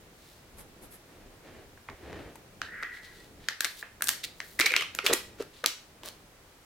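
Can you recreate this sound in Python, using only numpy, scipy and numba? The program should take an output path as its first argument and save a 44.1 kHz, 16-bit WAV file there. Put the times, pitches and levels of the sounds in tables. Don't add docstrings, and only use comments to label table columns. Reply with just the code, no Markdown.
import sys
import numpy as np
from scipy import signal
from scipy.fft import rfft, irfft, next_fast_len
from scipy.io import wavfile
from numba import njit

SR = 44100
rng = np.random.default_rng(int(sys.argv[2]) if len(sys.argv) > 2 else 0)


def int16_out(signal):
    q = np.round(np.clip(np.atleast_2d(signal).T, -1, 1) * 32767)
    wavfile.write(sys.argv[1], SR, q.astype(np.int16))


N = 293259
TIME = np.arange(N) / SR


def undb(db):
    return 10 ** (np.asarray(db) / 20)


def unit(x):
    return x / np.sqrt(np.mean(x ** 2) + 1e-30)


def band(x, lo_hz, hi_hz, order=2):
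    sos = signal.butter(order, [lo_hz, min(hi_hz, .47 * SR)], "band", fs=SR, output="sos")
    return signal.sosfilt(sos, x)


def add(out, at_s, x):
    start = max(int(at_s * SR), 0)
    x = x[..., :N - start]
    out[:, start:start + x.shape[-1]] += x


def spread(mid, side, width):
    return (mid + width * side * np.array([[1], [-1]])) / np.sqrt(1 + width ** 2)


def colour(x, hz, db):
    log_hz = np.log(np.maximum(np.fft.rfftfreq(x.shape[-1], 1 / SR), 1))
    return irfft(rfft(x) * undb(np.interp(log_hz, np.log(hz), db)), x.shape[-1])


def grit(shape, scatter_db, per_s):
    slips = rng.random(shape) < per_s / SR
    size = undb(scatter_db * np.minimum(rng.exponential(size=shape), 4))
    return slips * rng.standard_normal(shape) * size


def strokes(rows, spectrum, scatter_db, per_s, width):
    out = np.zeros((2, N))
    hz, shape_db = np.transpose(spectrum)
    for middle_s, half_s, db, tilt_db in rows:
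        n = 2 * next_fast_len(int(half_s * SR))
        mid, side = colour(grit((2, n), scatter_db, per_s), hz, shape_db + tilt_db * np.log2(hz))
        swell = np.hanning(n) ** 0.7
        add(out, middle_s - n / SR / 2, undb(db) * spread(unit(mid), unit(side), width) * swell)
    return out


# frequency in Hz, relative level in dB per Hz.
AIR_SPECTRUM = [(15, -25), (25, -3.5), (140, -7.5), (253, -10.5), (322, -9), (368, -10), (410, -9.5),
                (895, -15.5), (1020, -16), (2230, -18.5), (2490, -20), (5430, -24.5), (15500, -30)]


def air():
    level_db, waver_db = -55.5, 3.2
    log_hz = np.log(np.maximum(np.arange(N // 2 + 1) * SR / N, 1))
    hz, db = np.transpose(AIR_SPECTRUM)
    mid, side = rfft(rng.standard_normal((2, N))) * undb(np.interp(log_hz, np.log(hz), db))
    width = np.interp(log_hz, np.log([40, 400, 3000]), [.1, .3, 1.0])
    tone = unit(irfft(spread(mid, side, width), N))
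    rumble = signal.sosfiltfilt(signal.butter(2, 600, fs=SR, output="sos"), tone)
    waver = np.interp(TIME, np.linspace(0, TIME[-1], 40), rng.standard_normal(40))
    return undb(level_db) * (tone + rumble * (undb(waver_db * waver) - 1))


# frequency in Hz, level in dB, 60 dB decay time in seconds.
ROOM_TAIL = [(200, -10.5, 0.21), (695, -8.5, 0.35), (1840, -5.5, 0.37), (3890, -6, 0.36),
             (8200, -9.5, 0.37), (15000, -7, 0.22)]


def room(x):
    gap_s, build_s, width = 0.0035, 0.002, 0.55
    t = np.arange(SR // 2) / SR
    hz, db, t60_s = np.transpose(ROOM_TAIL)
    edges_hz = np.geomspace(120, 18000, 9)
    build = 1 - np.exp(-np.maximum(t - gap_s, 0) / build_s)
    response = 0
    for lo, hi in zip(edges_hz, edges_hz[1:]):
        level_db, decay_s = (np.interp(np.log(lo * hi) / 2, np.log(hz), c) for c in (db, t60_s))
        noise = band(rng.standard_normal((2, len(t))), lo, hi, order=3)
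        tail = unit(noise * undb(-60 * t / decay_s) * build)
        tail = tail * np.sqrt(2 * (hi - lo) / SR / len(t))
        response = response + undb(level_db) * spread(*tail, width * min(hi / 1500, 1))
    return signal.fftconvolve(x, response, axes=1)[:, :N]


def table_echo(x):
    out = np.zeros((2, N))
    add(out, 0.011, undb(-21) * x)
    return out


# middle in seconds, half span in seconds, rms level at the top
# of the swell in dB, tilt in dB per octave.
FINGER_RUBS = [(.61, 0.096, -53, -8.5), (1.17, 0.27, -60, 2.5), (1.47, 0.047, -51, 2.5),
               (1.56, .12, -50, 1.5), (1.72, .2, -56.5, -3.5), (1.92, 0.059, -48, -2), (2.16, .22, -43, 1),
               (2.61, 0.074, -57, -6)]
# frequency in Hz, relative level in dB per Hz.
SKIN_SPECTRUM = [(25, -8), (70, 5.5), (200, -2), (350, 2), (650, -5.5), (1100, -17), (1800, -14.5),
                 (3500, -24.5), (9000, -46), (16000, -60)]


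def finger_rubs():
    return strokes(FINGER_RUBS, SKIN_SPECTRUM, scatter_db=1.4, per_s=7000, width=0.23)


# middle in seconds, half span in seconds, rms level at the top
# of the swell in dB, tilt in dB per octave.
NAIL_SCRAPES = [(.28, .2, -61, 6), (2.645, 0.039, -51, -5.5), (2.96, 0.051, -54, 1.5),
                (3.054, 0.044, -53.5, 1.5), (3.18, 0.16, -59, 3.5), (3.449, 0.072, -58, -2.5),
                (3.795, 0.042, -47.5, 7), (4.245, 0.015, -32, 2.5), (4.5, 0.18, -55, 10),
                (5.58, 0.072, -56, 1), (6.069, 0.039, -44.5, 6)]
# frequency in Hz, relative level in dB per Hz.
NAIL_SPECTRUM = [(300, -28), (1000, -19), (1900, -3.5), (2800, -5), (3950, -0.5), (5300, -9), (8000, -15),
                 (16000, -25)]


def nail_scrapes():
    return strokes(NAIL_SCRAPES, NAIL_SPECTRUM, scatter_db=4.5, per_s=10000, width=0.48)


# middle in seconds, half span in seconds, rms level at the top
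# of the swell in dB, tilt in dB per octave.
FOIL_SWISHES = [(.599, 0.039, -48.5, -0.5), (.842, .035, -51, -1), (.939, 0.044, -50.5, 0.5),
                (3.74, .09, -55.5, 2)]
# frequency in Hz, relative level in dB per Hz.
SMOOTH_SPECTRUM = [(500, 2), (2000, -5), (6000, -11.5), (9000, -4.5), (11500, 1.5), (16000, -18)]


def foil_swishes():
    return strokes(FOIL_SWISHES, SMOOTH_SPECTRUM, scatter_db=-1.8, per_s=6000, width=0.8)


# middle in seconds, half span in seconds, rms level at the top
# of the swell in dB, tilt in dB per octave.
SEAL_RIPS = [(5.07, 0.035, -32.5, 5), (5.116, .033, -28, -2.5), (5.41, .03, -42.5, 2.5),
             (6.07, 0.052, -48.5, -0.5)]
# frequency in Hz, relative level in dB per Hz.
SEAL_SPECTRUM = [(100, -19), (190, -10.5), (300, -0.5), (600, 3.5), (850, -5.5), (1300, -1.5), (2700, -9),
                 (5000, -16.5), (16000, -38)]


def seal_rips():
    return strokes(SEAL_RIPS, SEAL_SPECTRUM, scatter_db=1.5, per_s=2400, width=0.3)


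# peak in seconds, level in dB, pitch in Hz, push time scale in ms.
WALL_FLEXES = [(4.606, -32.5, 344, 5.1), (4.649, -40, 434, 8.6), (4.721, -40, 505, 8.1),
               (4.785, -48, 423, 25), (5.046, -38.5, 400, 6.6), (5.096, -34, 423, 2.12),
               (5.113, -31, 465, 8), (5.136, -28.5, 363.5, 6.1), (5.406, -25.5, 443, 3.1),
               (5.642, -28.5, 539, 1.76)]
# frequency in Hz, level in dB, 60 dB decay time in seconds.
CUP_MODES = [(412.7, 1.5, 0.21), (483, 2, 0.073), (329, -3, 0.45)]


def flexes():
    rough, ring_db, lead_s = 0.45, -11, .04
    out, t = np.zeros((2, N)), np.arange(int(.2 * SR)) / SR
    hollow = sum(undb(db) * np.sin(2 * np.pi * hz * t) * undb(-60 * t / t60_s) for hz, db, t60_s in CUP_MODES)
    for peak_s, db, hz, push_ms in WALL_FLEXES:
        noise = unit(band(rng.standard_normal(len(t)), hz * 0.697, hz * 1.23, order=3))
        wall = np.sqrt(2) * np.cos(2 * np.pi * hz * (t - lead_s)) + rough * noise
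        push = wall * np.exp(-np.abs(1000 * (t - lead_s) / push_ms) ** 1.74 / 2)
        ring = unit(signal.fftconvolve(push, hollow)[:len(t)]) * push.std()
        add(out, peak_s - lead_s, undb(db) * (push + undb(ring_db) * ring))
    return out


@njit
def resonate(x, hz, q):
    y, b, l = np.empty(len(x)), 0., 0.
    for i in range(len(x)):
        g = np.tan(np.pi * hz[i] / SR)
        v = (b + g * (x[i] + 1e-18 - l)) / (1 + g * (g + 1 / q))
        b, l, y[i] = 2 * v - b, l + 2 * g * v, v / q
    return y


def membrane(force, pitch_hz, q, scatter_db, per_s, clump_db, second, lower_db, rasp_db, rasp_lo_hz, rasp_hi_hz):
    moving = force > 0
    t, hz = TIME[moving], pitch_hz[moving]
    grip = undb(clump_db * np.interp(t - t[0], np.arange(200) / 200, rng.uniform(-1, 1, 200)))

    def mode(slips, f):
        return unit(resonate(resonate(slips, f, float(q)), f, float(q)))

    voices = []
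    for slips in grip * grit((2, len(t)), scatter_db, per_s):
        rasp = unit(band(slips, rasp_lo_hz, rasp_hi_hz))
        voices.append(unit(mode(slips, hz) + undb(lower_db) * mode(slips, hz * second) + undb(rasp_db) * rasp))
    out = np.zeros((2, N))
    add(out, t[0], force[moving] * spread(*voices, 0.32))
    return out


def effort(start_s, attack_s, ease_s, end_s, db, fade_db):
    build = np.clip((TIME - start_s) / attack_s, 0, 1) ** 1.2
    return build * undb(db + np.interp(TIME, [ease_s, end_s], [0, fade_db])) * (TIME < end_s)


def drag():
    start_s, slack_hz, taut_hz, tighten_s = 2.62, 1450, 1912, 0.058
    force = effort(start_s, attack_s=.14, ease_s=2.85, end_s=3.266, db=-40.5, fade_db=-25)
    hz = taut_hz + (slack_hz - taut_hz) * np.exp(-np.maximum(TIME - start_s, 0) / tighten_s)
    return membrane(force, hz, q=9, scatter_db=1.6, per_s=3000, clump_db=1.0, second=0.881,
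                    lower_db=-6.5, rasp_db=-9, rasp_lo_hz=1400, rasp_hi_hz=1760)


# time in seconds, frequency in Hz.
FREED_FOIL_PITCH = [(4.585, 2170), (4.68, 2360), (4.75, 2360), (4.775, 3020), (4.92, 2870)]


def peel():
    force = effort(4.586, attack_s=0.0061, ease_s=4.833, end_s=4.93, db=-35, fade_db=-29)
    hz = np.interp(TIME, *np.transpose(FREED_FOIL_PITCH))
    return membrane(force, hz, q=4, scatter_db=1.8, per_s=900, clump_db=5, second=0.74,
                    lower_db=-23, rasp_db=-12.5, rasp_lo_hz=2700, rasp_hi_hz=6200)


# start in seconds, level in dB, ring in Hz, crack in dB re level,
# fizz in dB re level, time scale in ms.
FOIL_SNAPS = [(1.775, -53.5, 1560, -30, -24, 2.1), (1.8866, -41, 2080, -25, -35, 1.4),
              (1.8889, -40, 1080, -26, -32, 1.8), (1.8992, -47.5, 1720, -6, -32, 0.88),
              (2.129, -43, 1770, -10, -25, 1.1), (2.3557, -46.5, 920, -12, -6, 3.7),
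              (2.6166, -28.5, 1520, -7.5, -23, 1.63), (2.8265, -33, 1360, -24, -20, 2.5),
              (2.8318, -31.5, 1950, -11, -29, 1.9), (3.486, -25, 1780, -1.5, -14, 1.36),
              (3.6065, -27, 1644, 0.5, -1.5, 2.4), (3.6455, -28, 1670, 3, -2.5, 1.66),
              (3.6512, -30, 2100, -5, -6, 1), (3.8266, -33.5, 1714, -35, -39, 2.25),
              (4.0084, -37.5, 1550, -22, -18, 1.8), (4.022, -27.5, 1614, -6, 3, 1.9),
              (4.0412, -52, 1580, 2, 22, 2.4), (4.072, -44.5, 1480, 12.5, 14, 2.7),
              (4.085, -35, 1650, 6, 9, 1.15), (4.0906, -26, 1650, 3, 5, 1.24),
              (4.403, -32, 1940, -6, -37, 0.94), (4.5923, -24, 2080, -9, -8, 2),
              (4.599, -20.5, 1950, -6, -5.5, 0.96), (4.6072, -25, 2030, -5, -7, 1.5),
              (4.6098, -30.5, 2050, 8, -3, 2.3), (4.614, -20, 2280, -6.5, -24, 2.2),
              (4.6407, -41, 2260, -8, -18, 1.7), (4.6595, -27, 2500, 5.5, -12, 2),
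              (4.6629, -18.5, 2240, -6.5, -10, 3.2), (4.7195, -29.5, 2140, -6, -14, 1.5),
              (4.739, -19.5, 2270, -28, -23, 0.76), (4.754, -27.5, 2120, -19, -28.5, 2.8),
              (4.764, -20, 2440, -1, -12, 1.6), (4.809, -30, 2110, -6, -14, 3.3),
              (4.8222, -34, 1220, -4, -10, 2.8), (4.9497, -41.5, 1630, 1.5, 6, 1.2),
              (4.988, -26, 2470, -8.5, -21, 0.88), (4.9892, -29, 1350, -12, -28, 2),
              (5.0642, -22, 2610, 0.5, -7, 0.95), (5.0679, -20.5, 3370, -12, -10.5, 0.97),
              (5.1281, -26.5, 1940, -5.5, -6, 6.3), (5.132, -32, 1020, 9, 4, 1.6),
              (5.1361, -28.5, 2470, -1, 7.5, 1.2), (5.423, -52.5, 1736, 6, 2, 1.8),
              (5.6409, -28.5, 1610, -7, -15, 1.1), (5.6439, -28.5, 1270, -24, -30, 1.8),
              (5.6605, -28.5, 2720, 9.5, 5.5, 1.2), (6.034, -45, 3350, -5, -8, 0.64),
              (6.059, -48.5, 1580, -3, 6.5, 1.3), (6.087, -52, 3040, 11.5, 6, 0.78)]


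def snap_rows():
    settle_db, hz_scatter = -22.5, 0.36
    at_s, db, hz, crack_db, fizz_db, ms = np.transpose(FOIL_SNAPS)
    wait_s = rng.uniform(.006, .03, len(at_s))
    detune = 1 + hz_scatter * rng.uniform(-1, 1, len(at_s))
    settling = [at_s + wait_s, db + settle_db, hz * detune, crack_db, fizz_db, ms]
    return np.hstack([np.transpose(FOIL_SNAPS), settling])


def snaps(rows, rough):
    crack_hz, fizz_hz = 3985, 8330
    ring_left_db, crack_left_db, pan_scatter_db = -1, 0.9, 1.7
    spiky, width, hiss = 2.42, 0.79, 1.66
    flutter_db, flutter_ms, onset_s = -24, 5, 0.00014
    t = np.arange(int(.03 * SR)) / SR
    at_s, db, hz, crack_db, fizz_db, ms = rows[:, :, None]
    age = 1000 * t / ms
    thud_db = -45.5 + 0.42 * (db + 24) + np.interp(at_s, [4.65, 5.2], [0, 7])

    def scaled(x):
        return x / np.sqrt(np.sum(x ** 2, axis=-1, keepdims=True) / (.005 * SR))

    def ping(f, life):
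        return scaled(np.sin(2 * np.pi * (f * t + rng.random(at_s.shape))) * age * np.exp(-age / life))

    def burst(lo_hz, hi_hz, life, side_share):
        noise = rng.standard_normal((2, len(at_s), len(t)))
        cracks = np.sign(noise) * np.abs(noise) ** spiky
        fade = np.exp(-age / life) + undb(flutter_db) * np.exp(-1000 * t / flutter_ms)
        fade = fade * (1 - np.exp(-t / onset_s))
        mid, side = scaled(band(cracks * fade, lo_hz, hi_hz, order=3))
        return np.array([mid + side_share * side, mid - side_share * side])

    facet = scaled(ping(hz, 0.43) + rough * burst(1090, 2700, 1.24, width / 2))
    crease = scaled(ping(crack_hz, 0.14) + 2 * rough * burst(2600, 6460, 1.0, width))
    edge = scaled(ping(fizz_hz, 0.056) + 2 * hiss * rough * burst(5800, 14300, 0.87, 0.71 * width))
    thud = burst(250, 900, 2.2, 0)

    pan_db = pan_scatter_db * rng.standard_normal(at_s.shape)
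    ring_gain, crack_gain = (undb(db + np.array([pan_db + left_db, -pan_db - left_db]) / 2)
                             for left_db in (ring_left_db, crack_left_db))
    sounds = ring_gain * facet + undb(thud_db) * thud
    sounds = sounds + crack_gain * (undb(crack_db) * crease + undb(fizz_db) * edge)
    out = np.zeros((2, N))
    for k, start_s in enumerate(at_s[:, 0]):
        add(out, start_s, sounds[:, k])
    return out


def scene():
    rubs = finger_rubs() + nail_scrapes() + foil_swishes() + seal_rips()
    handling = rubs + flexes() + drag() + peel()
    rows = snap_rows()
    crackle = snaps(rows, rough=0.45)
    walls = 2
    echoes = sum(room(snaps(rows, rough=0.73)) for _ in range(walls)) / np.sqrt(walls)
    return air() + undb(-3) * room(handling) + echoes + handling + table_echo(crackle) + crackle


def record(dry):
    return signal.sosfilt(signal.ellip(10, .2, 70, 16300, fs=SR, output="sos"), dry)


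dry = scene()
out = record(dry)
int16_out(out)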